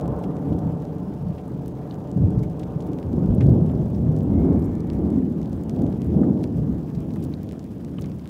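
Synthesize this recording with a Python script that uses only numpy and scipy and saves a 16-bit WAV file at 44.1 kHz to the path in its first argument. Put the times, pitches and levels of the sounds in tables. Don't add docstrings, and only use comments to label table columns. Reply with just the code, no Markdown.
import sys
import numpy as np
from scipy import signal
from scipy.fft import rfft, irfft, next_fast_len
from scipy.io import wavfile
from scipy.ndimage import uniform_filter1d

SR = 44100
rng = np.random.default_rng(int(sys.argv[2]) if len(sys.argv) > 2 else 0)


def ratio_of_db(decibels):
    return 10 ** (np.asarray(decibels, float) / 20)


def file_out(sig):
    cols = np.atleast_2d(sig).T
    lim = np.clip(cols, -1, 1)
    pcm = np.round(lim * 32767).astype(np.int16)
    wavfile.write(sys.argv[1], SR, pcm)


N = 365588


def evened(x):
    return x / np.sqrt(np.mean(x ** 2) + 1e-20)


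def smoothed_twice(x, size):
    return uniform_filter1d(uniform_filter1d(x, size), size)


def read(points, hz):
    f, value = np.transpose(points)
    return np.interp(np.log(hz + 1), np.log(f + 1), value)


def curve(rows):
    s, *columns = np.transpose(rows)
    return [np.interp(np.arange(N) / SR, s, c) for c in columns]


def add(mix, s, sound):
    part = mix[round(s * SR):][:len(sound)]
    part += sound[:len(part)]


def split(x, edges_hz, gain):
    size = next_fast_len(x.shape[-1])
    hz = np.fft.rfftfreq(size, 1 / SR)
    below = [0 * hz] + [1 / (1 + (hz / e) ** 10) for e in edges_hz] + [1 + 0 * hz]
    z = rfft(x, size) * gain(hz)
    return [irfft(z * (b - a), size)[..., :x.shape[-1]] for a, b in zip(below, below[1:])]


def scatter(per_s, spread_db, most=3.7):
    draw, size = rng.random((2, N))
    at = np.flatnonzero(draw < per_s / SR)
    sign = np.where(draw[at] < per_s / SR / 2, -1, 1)
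    out = np.zeros(N)
    out[at] = sign * ratio_of_db(spread_db * np.minimum(-np.log(size[at] + 1e-12), most))
    return out


def swell(s, db, rise_ms, fade_ms):
    ms = 1000 * (np.arange(0, N + 128, 128) / SR - s)
    away = np.where(ms < 0, -ms / max(rise_ms, 20), ms / max(fade_ms, 20))
    return ratio_of_db(2 * (db - 20 * away))


# [t/s, level/dB, brightness/dB]
MUTTER = [
    (0.0, -36.5, 13.5),
    (1.2, -43.5, 11),
    (2.1, -40, 7.5),
    (3.0, -35.5, 5),
    (4.3, -30.5, -6.5),
    (5.6, -36.5, -0.3),
    (7.0, -29, -9.5),
    (8.29, -35, -12.5),
]
# [peak t/s, level/dB,
# brightness/dB, rise/ms, fade/ms]
PEALS = [(0.092, -25.5, -8, 120, 150), (0.265, -27.5, -4.5, 82, 350), (0.523, -23, -3, 220, 170),
         (0.668, -26, -7.5, 150, 240), (0.954, -30.5, -4.5, 350, 680), (1.268, -37.5, -22, 210, 240),
         (1.527, -35.5, -7, 150, 3800), (2.06, -40.0, -18, 120, 50.0), (2.207, -23, -4.5, 135, 570),
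         (2.367, -29, -11, 18, 350), (2.743, -40, -13.5, 26, 470), (3.142, -24, -4, 100, 4100),
         (3.491, -19, -3.5, 280, 530), (3.792, -26.5, -10, 46, 190), (4.088, -23, -10.5, 140, 200),
         (4.532, -21.5, 5.5, 690, 320), (5.025, -28, 8.5, 400, 900), (5.176, -28.5, 16, 260, 220),
         (5.395, -34.5, -6, 560, 930), (5.833, -23.5, 2, 350, 480), (6.167, -21, -1, 180, 610),
         (6.3, -29.5, 15, 440, 100), (6.596, -26, -10.5, 110, 140), (6.705, -33, 8, 140.0, 260),
         (2.900, -30, 0.5, 140, 130),
    (3.680, -33, 5.5, 150, 240),
    (3.950, -36.5, 9, 130, 180),
    (6.390, -26.5, 3, 110, 110),
    (7.000, -39, -14, 110, 140),
    (7.130, -36, -8, 100, 210),
    (7.270, -35, 12.5, 380, 170),
    (7.700, -56, -2, 100, 150),
    (8.040, -34.5, -7.5, 470, 480),
]
# [peak t/s, level/dB, fade/ms]
BOOMS = [(0.007, -36, 70.0), (0.156, -33, 110), (0.528, -29, 200.0), (0.81, -48, 90.0), (1.306, -35, 160),
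         (2.229, -19.5, 89), (2.366, -34.5, 540), (2.651, -34, 97), (2.848, -40.5, 600.0), (3.074, -26, 95),
         (3.31, -20, 88), (3.45, -14, 100), (3.68, -29, 120), (3.99, -29, 250), (4.266, -37, 120.0),
         (4.369, -21.5, 450), (4.56, -31, 540), (5.016, -26, 450), (5.167, -31, 60.0), (5.553, -36, 200),
         (5.803, -27, 230), (6.092, -23.5, 150.0), (6.565, -32.5, 140), (6.729, -25, 100), (6.974, -34, 89),
         (7.25, -36.5, 450)]
# [level offset/dB, share of the brightness]
MUTTER_BANDS = [
    (-11.5, 0.14),
    (-1.5, 0.3),
    (-2, 0.37),
    (-9.5, 0.75),
    (-19.5, 0.99),
]
# [level offset/dB, share of the brightness]
PEAL_BANDS = [
    (-11, -0.56),
    (-1.5, -0.42),
    (-1, 0.56),
    (-13.5, 0.063),
    (-28, 0.58),
]


def roll_levels():
    mutter_db, mutter_bright_db = curve(MUTTER)
    booms = sum(swell(s, db, 0.53 * fade, fade) for s, db, fade in BOOMS)
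    boom_shares = [1, ratio_of_db(2 * -8), 0, 0, 0]
    levels_db = []
    for (offset, lean), (peal, tilt), share in zip(MUTTER_BANDS, PEAL_BANDS, boom_shares):
        peals = sum(swell(s, db + peal + tilt * bright, rise, fade)
                    for s, db, bright, rise, fade in PEALS)
        arrivals = np.interp(np.arange(N) / 128, np.arange(len(booms)), peals + share * booms)
        mutter = ratio_of_db(2 * (mutter_db + offset + lean * mutter_bright_db))
        levels_db.append(10 * np.log10(arrivals + mutter))
    return levels_db


ROLL_EDGES_HZ = [90, 200, 420, 800]
# [f/Hz, level/dB per Hz]
AIR = [(12, -53), (20, -47.5), (70, -6), (170, 4), (276, -2.5), (338, -7), (390, -11), (467, -15.5),
       (659, -24.5), (744, -27.5), (1390, -51.5), (2500, -79.5), (3250, -80), (5500, -120)]
# [t/s, share 0-1, delay/ms]
GROUND = [(0, 0.37, 6.7), (2.0, 0.28, 6.85), (2.9, .45, 6.66), (3.1, 0.14, 7.67), (4.0, 0.19, 8.23),
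          (4.7, 0.09, 6.66), (8.29, 0, 7.7)]


def roll():
    levels_db = roll_levels()
    direct = scatter(2500, 1.78)
    share, delay_ms = curve(GROUND)
    late = np.round(np.arange(N) - delay_ms * SR / 1000).astype(int)
    both = direct + np.clip(share, 0, 1) * direct[late]

    def path_gain(hz):
        bump_db = 4 / (1 + ((hz - 1530) / 60) ** 2)
        return ratio_of_db(read(AIR, hz) + bump_db)

    bands = split(both, ROLL_EDGES_HZ, path_gain)
    out = np.zeros(N)
    for band, db, size in zip(bands, levels_db, (3000, 2000, 1800, 2200, 2200)):
        drift = smoothed_twice(band ** 2, size)
        lumps = evened(smoothed_twice(rng.standard_normal(N), 4000))
        throb_db = 1.5 * lumps
        out += ratio_of_db(db + throb_db) * band / np.sqrt(drift + 1e-20)
    return out


# [f/Hz, level/dB per Hz]
HISS = [(530, -23), (900, -1), (1420, -10.5), (1570, -8.5), (2040, -14.5), (3380, -17.5), (4050, -23.5),
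        (4980, -22), (10000, -29), (14400, -27.5), (16000, -29)]
# [t/s, level/dB]
RAIN = [
    (0.0, -64),
    (5.89, -63.5),
    (8.29, -63.5),
]


def hiss():
    frames, hz = N // 64 + 5, np.fft.rfftfreq(256, 1 / SR)
    a, b, patches = rng.standard_normal((frames, 129, 3)).T
    patches = uniform_filter1d(patches, size=3, axis=0)
    patches = evened(uniform_filter1d(patches, size=30, axis=1))
    flicker = evened(uniform_filter1d(rng.standard_normal(frames), 8))
    z = (a + 1j * b) * ratio_of_db(read(HISS, hz)[:, None] + 1.9 * patches + 1.6 * flicker)
    x = signal.istft(z, nperseg=256, noverlap=192)[1][:N]
    top = split(x, [2500], np.ones_like)[1]
    return ratio_of_db(curve(RAIN)[0] - 3.5) * x / top.std()


def patter():
    out, t = np.zeros(N), np.arange(120) / SR
    for hz in np.geomspace(2500, 15000, num=16):
        tick = np.sin(2 * np.pi * hz * t) * np.exp(-t * hz) * ratio_of_db(0.19 * read(HISS, hz))
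        out += signal.oaconvolve(scatter(30, 3.4, 2.5), tick)[:N]
    return ratio_of_db(curve(RAIN)[0] - 11) * evened(out)


def spatter():
    _, middle, top = split(scatter(150, 4, 2.6), [2300, 7000], np.ones_like)
    fine = split(scatter(70, 4, 2.8), [8500], np.ones_like)[1]
    mix = ratio_of_db(-12) * evened(middle) + ratio_of_db(-11.5) * evened(top) + ratio_of_db(-13.5) * evened(fine)
    return ratio_of_db(curve(RAIN)[0]) * mix


# [t/s, energy level/dB,
# colour f/Hz, spread/octaves]
NEAR_DROPS = [(0.059, -32, 1500, 1.7), (0.2408, -27, 1500, 0.86), (0.5872, -33.8, 1800, 1.8),
              (0.8233, -37, 1500, 2), (0.8529, -32, 1800, 1.4), (1.9103, -33, 2000, 0.96),
              (2.175, -37.9, 1500, 2), (2.4368, -33, 1500, 2), (2.5951, -33, 1800, 2),
              (2.5993, -31, 1506, 1.4), (2.6328, -28.5, 1500, 1.2), (2.9873, -28, 1500, 1.3),
              (3.1313, -32.4, 1800, 1.8), (3.408, -31, 1500, 1.5), (3.4115, -28, 2000, 1.1),
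              (3.4178, -31, 1800, 0.63), (3.4275, -38, 2000, 2), (3.491, -39, 1680, 2),
              (3.7533, -36, 1500, 1.7), (4.2074, -34, 1800, 1.3), (4.53, -38.5, 2000, 1.8),
              (4.9523, -38, 1800, 2), (5.4167, -32, 2000, 1.1), (5.763, -35, 1700, 2),
              (5.8659, -32, 1530, 1.5), (5.8765, -42, 1500, 2), (6.0187, -26.5, 2000, 1.3),
              (6.3755, -38, 1700, 1.4), (6.4404, -21, 2000, 1.2), (6.9015, -35.4, 1700, 1.4),
              (7.107, -31.5, 2000, 1.15), (7.1597, -31, 1500, 2.4), (7.2342, -39.0, 1700, 1.6),
              (7.3282, -38.0, 2000, 1.4), (7.3494, -41, 1500, 2), (7.5125, -28.5, 1700, 1.3),
              (7.531, -33, 1500, 1.4), (7.893, -39.0, 1500, 1.7), (7.9924, -35, 1500, 2),
              (8.1177, -32, 1500, 1.2), (8.1875, -37.1, 1700, 2), (8.2844, -41, 1500, 2),
              (0.237, -34, 3000, 2.2), (0.3679, -33, 3300, 1.2), (0.803, -39, 3300, 1),
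              (1.46, -41.1, 2500, 2), (1.944, -33.4, 2500, 1.2), (2.637, -32, 2200, 1.2),
              (2.8239, -35.2, 3300, 1), (3.029, -28.7, 2200, 0.96), (3.2616, -37.2, 3300, 2),
              (3.4949, -36, 2690, 1.4), (3.9481, -38, 3300, 0.75), (3.963, -40.0, 2500, 2),
              (4.0506, -42, 2700, 2), (4.1752, -36.1, 2500, 1.4), (4.1884, -35.7, 3000, 2),
              (4.8713, -39, 2500, 2), (4.9014, -23.5, 2700, 0.89), (4.9339, -35, 3000, 1.22),
              (5.1041, -33.5, 3300, 1.6), (5.1626, -35, 2200, 1.5), (5.1845, -36, 2500, 2),
              (5.4585, -32.5, 3000, 1), (5.6959, -23.5, 2200, 1.3), (5.7497, -38.3, 3300, 1.4),
              (5.7923, -35.9, 2500, 1), (6.4373, -35.1, 2700, 1.4), (6.783, -38.4, 3320, 2),
              (6.9492, -34.4, 3000, 0.95), (6.9535, -40, 3300, 1), (7.1693, -38.0, 3000, 2),
              (7.339, -29.5, 2500, 0.75), (7.4907, -28.9, 2000, 1.4), (7.5228, -30.1, 3300, 2),
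              (7.594, -29.5, 2200, 1.4), (7.8481, -29.5, 2700, 1.3), (7.9863, -28, 2700, 0.4),
              (8.0425, -30, 2200, 1.2), (8.0591, -30, 2700, 1.2), (8.0981, -37.7, 2700, 2),
              (8.1956, -34, 3300, 0.8), (8.2574, -27.7, 2200, 0.83), (8.276, -29.5, 2500, 1.2),
              (0.012, -28.5, 3700, 1.2), (0.0792, -30, 5000, 2), (0.5917, -33.8, 4500, 0.88),
              (0.7723, -44, 4500, 1), (0.984, -39, 4500, 2), (1.66, -32, 6100, 1.4),
              (1.6809, -28.5, 6100, 1.04), (1.8757, -39.3, 5000, 2), (1.9253, -38.9, 4060, 0.33),
              (2.0746, -41.8, 5500, 0.4), (2.1153, -31, 6030, 0.83), (2.3063, -36.6, 3700, 1.1),
              (2.3928, -39.6, 4500, 0.55), (2.4994, -37.5, 5000, 1), (2.8056, -30.9, 3700, 0.75),
              (2.8683, -34.6, 5000, 2), (2.875, -41.1, 5500, 0.75), (2.9335, -31, 3680, 0.96),
              (3.4413, -33, 5000, 2), (3.4694, -33.6, 5000, 0.91), (3.6639, -37, 5050, 1.4),
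              (3.8582, -39, 5000, 0.75), (4.4451, -40.4, 5000, 1.4), (4.6257, -35.1, 4080, 1.4),
              (4.7535, -33.2, 4100, 1.1), (4.8055, -32.1, 4500, 0.81), (5.4306, -33.4, 3700, 0.75),
              (5.5307, -30.9, 3700, 1.8), (5.6366, -33, 4510, 1), (6.0718, -39, 5000, 2),
              (6.434, -33.1, 3700, 1.6), (6.475, -40, 5500, 0.75), (6.7264, -41, 4100, 1),
              (7.0053, -33, 5500, 2), (7.1385, -32, 4500, 1), (7.2063, -37.8, 5600, 2),
              (7.25, -31, 3700, 1.4), (7.6423, -33, 3700, 1.6), (7.7181, -41.7, 5500, 0.83),
              (7.9705, -42.5, 5500, 2), (8.0177, -30.1, 4500, 1.4), (8.0221, -26.5, 4100, 1),
              (1.2273, -43.5, 13600, 0.55), (1.4808, -38, 9100, 0.4), (2.4313, -33, 8200, 2),
              (2.8105, -36.5, 6700, 0.58), (2.845, -43.4, 15000, 1), (3.3495, -33, 11100, 0.61),
              (3.4637, -38, 13600, 1), (3.5346, -44, 15000, 1), (3.718, -40.3, 6700, 1.4),
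              (3.7419, -46.9, 12300, 0.4), (3.832, -43, 9100, 1.4), (3.9035, -38, 8200, 2),
              (4.1649, -32.5, 7400, 1), (4.2334, -32, 15000, 1), (4.3389, -41.7, 8200, 0.75),
              (4.4013, -43, 15000, 1), (4.5944, -35, 6700, 1), (4.6454, -39.9, 10100, 1),
              (4.6565, -36, 11100, 0.75), (4.6603, -41.2, 11100, 0.55), (4.9401, -44, 9100, 0.4),
              (5.4966, -37.1, 15000, 1.7), (5.5657, -40, 10100, 2), (5.6898, -46, 13600, 2),
              (5.8204, -31, 7400, 1), (5.9012, -40, 15000, 2), (5.922, -44.5, 10100, 0.4),
              (5.9766, -44, 6100, 0.55), (6.0462, -34, 8200, 2), (6.0665, -42.2, 9100, 0.55),
              (6.1352, -43.4, 15000, 0.75), (6.2122, -40, 15000, 1), (6.5721, -38, 9100, 2),
              (6.5866, -41.3, 15000, 2), (7.24, -23.5, 15000, 1.4), (7.2436, -36.3, 10100, 0.55),
              (7.4323, -29.5, 7400, 2), (7.6761, -44.0, 13600, 2), (7.8173, -44.4, 15000, 1.2),
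              (7.915, -44.3, 7400, 0.75), (7.9999, -35.6, 7400, 2), (8.012, -28, 9100, 1.4)]


def drops():
    out, t, hz = np.zeros(N), np.arange(2048) / SR, abs(np.fft.fftfreq(2048, 1 / SR)) + 1
    rows = np.array(NEAR_DROPS)
    landing_t60_s, spray_t60_s = 0.0024, 0.07
    noise = rng.standard_normal((len(rows), len(t)))
    landing = noise * ratio_of_db(-60 * t / landing_t60_s) + 5 * (t == 0)
    spray = noise[:, ::-1] * 0.09 * ratio_of_db(-60 * t / spray_t60_s)
    octaves = np.log2(hz / rows[:, 2:3])
    bell = -.5 * (octaves / np.clip(rows[:, 3:], .2, 3)) ** 2
    low_cut = .5 * np.log1p((1400 / hz) ** 6)
    log_gain = np.maximum(bell - low_cut, -6)
    colour = np.exp(np.conj(signal.hilbert(log_gain)))
    ticks = np.fft.ifft(np.fft.fft(landing + spray) * colour).real
    for (s, db, *_), tick in zip(rows, ticks):
        head = tick[:100]
        add(out, s - np.argmax(abs(head)) / SR, ratio_of_db(db) * tick / np.linalg.norm(head))
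    return out


# [t/s, peak level/dB, f/Hz]
FRONTS = [(0.075, -17, 217), (0.114, -14, 207), (0.272, -12.5, 185), (0.6616, -10.5, 199),
          (1.0847, -14, 180), (1.3017, -11.5, 168), (2.1672, -7, 153), (2.204, -8, 116), (2.251, -6, 95),
          (2.378, -3, 128), (2.7657, -9.5, 148), (2.9171, -17, 324), (3.257, -7, 196), (3.4407, -3, 132),
          (3.468, -9.5, 145), (3.5068, -1, 126), (3.531, -4, 111), (3.622, -3, 156), (3.893, -13, 190),
          (4.0962, -7.5, 124), (4.5046, -6.5, 151), (5.0491, -8.5, 300), (5.1503, -15, 228),
          (5.1853, -7, 246), (5.8381, -4.5, 234), (6.168, -3.5, 164), (6.2184, -3, 247), (6.308, -1.5, 197),
          (6.698, -5.5, 222), (6.9769, -10, 155)]


def fronts():
    out, cover = np.zeros(N), np.zeros(N)
    for s, db, hz in FRONTS:
        u = np.arange(-3, 3, hz / SR)
        add(out, s - 3 / hz, ratio_of_db(db - 5.5) * np.exp(-(u / 0.99) ** 2) * np.cos(2 * np.pi * u))
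        add(cover, s - 3 / hz, np.exp(-(u / 0.6) ** 2))
    uncovered = 1 - 0.48 * np.minimum(cover, 1)
    return out, uncovered


# [t/s, peak level/dB, ring f/Hz, width/Hz, t60/ms]
PLINKS = [(.524, -49, 2990, 2500, 50), (1.379, -48, 2480, 3000, 79), (1.680, -57, 8330, 8000, 24),
          (1.91, -38, 3680, 1500, 14), (2.390, -52, 4520, 3000, 30), (2.431, -46.5, 2140, 700, 73),
          (2.594, -50, 3100, 1500, 60), (3.405, -35.5, 1590, 2200, 96), (3.947, -46, 4560, 2500, 22),
          (4.641, -53, 7560, 3262, 64), (5.185, -48.5, 1940, 200, 50), (6.433, -49, 3520, 4000, 50),
          (5.924, -46, 2970, 4000, 30), (6.232, -36.5, 1356, 590, 47), (6.948, -51, 4560, 5000, 60),
          (7.159, -37, 1050, 900, 48), (7.222, -48, 4500, 8640, 110), (7.241, -50, 8700, 8000, 50),
          (7.338, -35.5, 4100, 756, 12), (7.983, -37, 2960, 250, 24), (7.985, -38, 1200, 300, 40),
          (8.041, -41, 2210, 250, 32), (8.044, -41, 1250, 300, 45), (.236, -48, 2970, 7000, 70),
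          (.187, -54, 9000, 9000, 50), (2.428, -51, 6050, 9000, 66), (2.593, -51, 6500, 7000, 50),
          (2.806, -56, 6500, 4000, 40), (3.347, -52.5, 10900, 7000, 30), (3.695, -49, 3000, 2000, 40),
          (5.222, -51, 1750, 391, 60), (3.378, -52, 4040, 3000, 40)]


def plinks():
    out, t = np.zeros(N), np.arange(5000) / SR
    noise = rng.standard_normal((len(PLINKS), 2, len(t)))
    for (s, db, hz, width, t60_ms), (a, b) in zip(PLINKS, noise):
        t60 = t60_ms / 1000
        r = np.exp(-np.pi * width / SR)
        fuzz = signal.lfilter([1], [1, -2 * r, r * r], a + 1j * b)
        steadied = fuzz / abs(fuzz) ** .5
        ring = evened((steadied * np.exp(2j * np.pi * hz * t)).real)
        rise = np.minimum(t / (0.044 * t60), 1)
        add(out, s, ratio_of_db(db - 3.0 - 60 * t / t60) * rise * ring)
    return out


# [t/s, f/Hz, level/dB]
LOW = [
    (4.27, 171, -94),
    (4.32, 174, -69),
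    (4.41, 179.5, -65.5),
    (4.6, 180.3, -66),
    (4.8, 175.3, -65.5),
    (4.93, 172.4, -64),
    (5.0, 167, -72),
    (5.05, 170, -80),
    (5.14, 166, -68),
    (5.25, 165, -95),
]
# [multiple of pitch, level/dB, drift/dB per s]
LOW_PARTIALS = [(10, -3, 3), (11, -10.5, 21), (12, -1.5, -15.5), (13, -4, 8), (14, -19, 7)]


def lowing():
    hz, db = curve(LOW)
    since = np.clip(np.arange(N) / SR - 4.6, -.4, .4)
    noise = rng.standard_normal((len(LOW_PARTIALS) + 1, N))
    waver, *fades = (evened(uniform_filter1d(v, 2600)) for v in noise)
    turns = np.cumsum(hz * (1 + 0.0016 * waver)) / SR
    voice = sum(ratio_of_db(d + drift * since + 2.4 * fade) * np.sin(2 * np.pi * round(k) * turns + k * k)
                for (k, d, drift), fade in zip(LOW_PARTIALS, fades))
    return ratio_of_db(db) * (db > -89) * voice


# [t/s, level/dB]
SQUEAK = [
    (4.57, -100),
    (4.6, -76),
    (4.62, -76),
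    (4.635, -94),
    (4.66, -71),
    (4.672, -99.5),
]
# [f/Hz, level/dB, drift/dB per s]
SQUEAK_LINES = [(11790, 9, 0), (15280, 7, -200)]


def squeak():
    db, t = curve(SQUEAK)[0], np.arange(N) / SR
    since = np.clip(t - 4.6, 0, .1)
    waver = np.cumsum(rng.standard_normal(N)) * 0.049
    lines = sum(ratio_of_db(d + drift * since) * np.sin(2 * np.pi * hz * t + waver)
                for hz, d, drift in SQUEAK_LINES)
    return ratio_of_db(db) * (db > -94) * lines


def scene():
    strong, uncovered = fronts()
    thunder = uncovered * roll() + strong
    rain = hiss() + patter() + spatter() + drops() + plinks()
    return (thunder + rain + lowing() + squeak())[None]


def top_cut(x):
    return signal.sosfilt(signal.butter(12, 16520, fs=SR, output="sos"), x)


def record(dry):
    cut = signal.sosfilt(signal.butter(2, 32, "high", fs=SR, output="sos"), dry)
    lowpass = signal.firwin(1023, 15780, window=("kaiser", 5), fs=SR)
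    mix = signal.oaconvolve(cut, lowpass[None], "same")
    return top_cut(mix)


dry = scene()
out = record(dry)
file_out(out)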